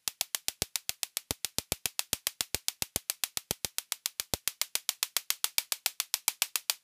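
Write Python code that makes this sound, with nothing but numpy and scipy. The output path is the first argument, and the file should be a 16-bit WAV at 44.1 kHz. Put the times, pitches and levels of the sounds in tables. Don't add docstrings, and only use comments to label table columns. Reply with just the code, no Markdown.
import sys
import numpy as np
from scipy import signal
from scipy.fft import rfft, irfft
from scipy.io import wavfile

SR = 44100
rng = np.random.default_rng(int(sys.argv[2]) if len(sys.argv) > 2 else 0)


def inscribe(sig):
    pcm = np.round(np.clip(np.atleast_2d(sig).T, -1, 1) * 32767)
    wavfile.write(sys.argv[1], SR, pcm.astype(np.int16))


N = 301203
SHOT = 8192

# (frequency [Hz], relative level [dB])
HISS_COLOUR = [(20, -12), (70, -9), (150, 1), (300, -5), (1000, -5), (2400, 1), (5000, 0), (9000, -2),
               (15000, -4)]
# (frequency [Hz], relative level [dB])
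SHOCK_COLOUR = [(30, -38.5), (200, -40.5), (1000, -13.5), (1800, -6.5), (3200, 0), (4700, 3.5), (7000, 2.5),
                (10000, 0), (15000, -6)]
# (frequency [Hz], relative level [dB])
SCATTER_COLOUR = [(30, -17), (300, -13), (750, 4), (1150, -1.5), (1800, -5), (2300, 4.5), (3500, 2),
                  (5000, -7.5), (9000, -0.5), (15000, 1.5)]
# (frequency [Hz], relative level [dB])
TAIL_COLOUR = [(30, -15.5), (200, -14), (500, -9.5), (1000, -2), (1700, -1), (2400, 4.5), (4500, 4.5),
               (8000, 2), (15000, 2)]
# (frequency [Hz], relative level [dB])
THUMP_COLOUR = [(20, -16), (65, 3.5), (200, -1), (450, -4), (750, -7.5), (1500, -16), (5000, -42.5),
                (15000, -69.5)]
# (mean delay [ms], level against the shock [dB])
BENCH_ECHOES = [(0.701, -33), (1.502, -17), (2.048, -24), (3.359, -16.5)]
# (frequency [Hz], time to fall 60 dB [s])
ROOM_DECAY = [(150, 0.21), (700, 0.15), (2500, 0.16), (6000, 0.17), (15000, 0.14)]
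# (time [s], nearest echo's delay [ms], closeness to that surface [dB], change in room level [dB])
MIC_POSITION = [(0, 0.57, -12.5, -1.5), (4.402, 0.51, -10.5, -0.5), (5.2, 0.56, -13.5, -0.5),
                (5.6, 0.41, -2.5, 1.1), (6.3, 0.36, -2.5, 1), (6.801, 0.45, -6, 0.5)]
# (mean frequency [Hz], mean level before closeness and strength [dB])
APPARATUS_MODES = [(930, -9.5), (2330, -3), (2700, -13), (3670, -8), (4790, -8), (5400, -14.5), (5780, -13),
                   (8120, -14.5), (11900, -8), (13480, -12.5)]
# (time [s], lag behind the steady beat [ms])
CHARGE_LAG = [(0.08, 7.3), (0.21, 3.0), (0.89, -4.1), (1.59, -3.1), (1.99, -8.8), (3.24, -7.0),
              (3.37, -9.5), (4.06, -12.8), (4.75, -8.0), (5.3, -10.2), (5.86, -4.9), (6.42, 2.5),
              (6.56, 0.8), (6.7, 3.8)]
# (time [s], strength [dB])
ARC_STRENGTH = [(0.08, -7.5), (0.21, -5.5), (1.31, -9), (2.13, -3.5), (2.96, -7.5), (3.24, -4),
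                (3.37, -8.5), (4.34, -7.5), (4.48, -3.6), (5.58, -0.7), (5.72, -4.0), (5.86, -1.4),
                (6.0, -5), (6.42, 0.3), (6.56, -3.5), (6.7, -1.0)]
# (time [s], thump level before the overall trim [dB])
WIRING_JOLTS = [(0.08, -21), (0.21, -25.5), (0.48, -20), (0.62, -5), (0.76, -31.5), (0.89, -19.5),
                (1.31, -4.5), (1.45, -22.5), (1.59, -7.5), (1.72, -4), (1.86, -13.5), (2.13, -8.5),
                (2.27, -25.5), (2.41, -15.5), (2.55, -6), (2.82, -10.5), (2.96, -5.5), (3.37, -18.5),
                (3.51, -4.5), (3.65, -10.5), (4.2, -23.5), (4.34, -2.5), (4.48, -23.5), (4.75, -26)]

FIRST_S, RECHARGE_S = 0.0701, 0.138
WHINE_HZ = 10060
RING_T60_S = 0.023
PATH_CHANGE = 1.87
BRIGHT_DB, BRIGHT_CLOSE_DB, BRIGHT_SPREAD_DB = 1.5, 4, 3.5
FAINT_JOLT_DB, FAINT_SPREAD_DB = -44, 6
TOP_HZ = 15250


def amp(db):
    return 10 ** (np.asarray(db) / 20)


def along(points, hz):
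    f, v = np.transpose(points)
    return np.interp(np.log(hz + 1), np.log(f + 1), v)


def at_time(points, s):
    return np.interp(s, *np.transpose(points))


def unit_energy(x):
    return x / np.linalg.norm(x)


def shot_time():
    return np.arange(SHOT) / SR


def decay(t, t60):
    return amp(-60 * t / t60)


def build_up(t, rise):
    return 1 - np.exp(-(t / rise) ** 2)


def pulse(colour):
    hz = np.fft.rfftfreq(SHOT, 1 / SR)
    cepstrum = irfft(np.log(amp(along(colour, hz))))
    cepstrum[1:SHOT // 2] *= 2
    cepstrum[SHOT // 2 + 1:] = 0
    return unit_energy(irfft(np.exp(rfft(cepstrum))))


def through(x, response):
    return signal.fftconvolve(x, response)[:SHOT]


def delayed(x, ms):
    hz = np.fft.rfftfreq(2 * SHOT, 1 / SR)
    phase = np.exp(-2j * np.pi * hz * ms / 1000)
    return irfft(rfft(x, 2 * SHOT) * phase)[:SHOT]


def add(track, s, sound):
    part = track[round(s * SR):][:len(sound)]
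    part += sound[:len(part)]


def background():
    noise = rng.standard_normal(N + SHOT)
    hiss = signal.fftconvolve(noise, pulse(HISS_COLOUR))[SHOT:SHOT + N]
    whine = np.sin(2 * np.pi * WHINE_HZ * np.arange(N) / SR)
    return amp(-74) * hiss + amp(-81) * whine


def discharges():
    beat = np.arange(FIRST_S, N / SR, RECHARGE_S)
    return beat + at_time(CHARGE_LAG, beat) / 1000


def brightened(x, db):
    hz = np.fft.rfftfreq(2 * SHOT, 1 / SR)
    shelf = 1 + (amp(db) - 1) * (1j * hz / (8000 + 1j * hz)) ** 2
    return irfft(rfft(x, 2 * SHOT) * shelf)[:SHOT]


def scatter(surfaces, t60, rise):
    t = shot_time()
    paths = surfaces + PATH_CHANGE * rng.standard_normal(SHOT)
    return unit_energy(paths * decay(t, t60) * build_up(t, rise))


def ringing(spread_db):
    t, ring = shot_time(), np.zeros(SHOT)
    for hz, db in APPARATUS_MODES:
        drift = 1 + 0.005 * rng.normal()
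        level = amp(db + spread_db * rng.normal())
        tone = np.sin(2 * np.pi * hz * drift * t)
        ring += level * unit_energy(tone * decay(t, RING_T60_S))
    return ring


def room_tail(rise):
    hz, t, z = signal.stft(rng.standard_normal(SHOT), SR, nperseg=256)
    t60 = along(ROOM_DECAY, hz)[:, None]
    tail = signal.istft(z * decay(t, t60), SR, nperseg=256)[1][:SHOT]
    return unit_energy(tail * build_up(shot_time(), rise))


def sparks(shock_db, near_db, scatter_db, room_db, wander_ms):
    track, surfaces = np.zeros(N), rng.standard_normal(SHOT)
    front, scatter_colour, tail_colour = pulse(SHOCK_COLOUR), pulse(SCATTER_COLOUR), pulse(TAIL_COLOUR)
    times, near_ms, closeness_db, share_db = np.transpose(MIC_POSITION)
    for s in discharges():
        strength = amp(at_time(ARC_STRENGTH, s))
        closeness = amp(np.interp(s, times, closeness_db))
        bright_db = BRIGHT_DB + BRIGHT_CLOSE_DB * closeness + BRIGHT_SPREAD_DB * rng.normal()
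        shock = amp(shock_db) * brightened(front, bright_db)
        near = closeness * amp(near_db) * delayed(shock, np.interp(s, times, near_ms))
        bench = np.zeros(SHOT)
        for ms, echo_db in BENCH_ECHOES:
            bench += amp(echo_db) * delayed(shock, ms + wander_ms * rng.normal())
        reflections = scatter(surfaces, t60=0.023, rise=0.00026)
        early = amp(scatter_db) * through(reflections, scatter_colour)
        tail_db = room_db + np.interp(s, times, share_db)
        late = amp(tail_db) * through(room_tail(rise=0.0042), tail_colour)
        ring = closeness * ringing(spread_db=2.5)
        add(track, s, strength * (shock + near + bench + early + late + ring))
    return track


def microphone(pressure, top, low_cut_hz):
    flattened = top * np.tanh(pressure / top)
    low_cut = signal.butter(1, low_cut_hz, "highpass", fs=SR, output="sos")
    return signal.sosfilt(low_cut, flattened)


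def thumps(level_db, swing_db, swing_hz, swing_t60):
    track, push, t = np.zeros(N), pulse(THUMP_COLOUR), shot_time()
    swing = unit_energy(np.cos(2 * np.pi * swing_hz * t) * decay(t, swing_t60))
    fade = np.exp(-(t / 0.02) ** 2)
    moments = discharges()
    sizes_db = FAINT_JOLT_DB + FAINT_SPREAD_DB * rng.standard_normal(len(moments))
    for s, db in WIRING_JOLTS:
        sizes_db[np.argmin(np.abs(moments - s))] = db
    for s, db in zip(moments, sizes_db):
        flutter = unit_energy(rng.standard_normal(SHOT) * t * decay(t, 0.025))
        settling = amp(-8) * through(flutter, push)
        jolt = fade * (push + amp(swing_db) * swing + settling)
        add(track, s, -amp(db + level_db) * unit_energy(jolt))
    return track


def scene():
    quiet = background()
    arcs = sparks(shock_db=11.5, near_db=-20.5, scatter_db=2, room_db=-5.0, wander_ms=0.1)
    snaps = microphone(arcs, top=0.61, low_cut_hz=458)
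    jolts = thumps(level_db=0.5, swing_db=-12.5, swing_hz=430, swing_t60=0.021)
    return (snaps + jolts + quiet)[None]


def record(dry):
    low_pass = signal.butter(24, TOP_HZ, fs=SR, output="sos")
    return signal.sosfiltfilt(low_pass, dry)


dry = scene()
out = record(dry)
inscribe(out)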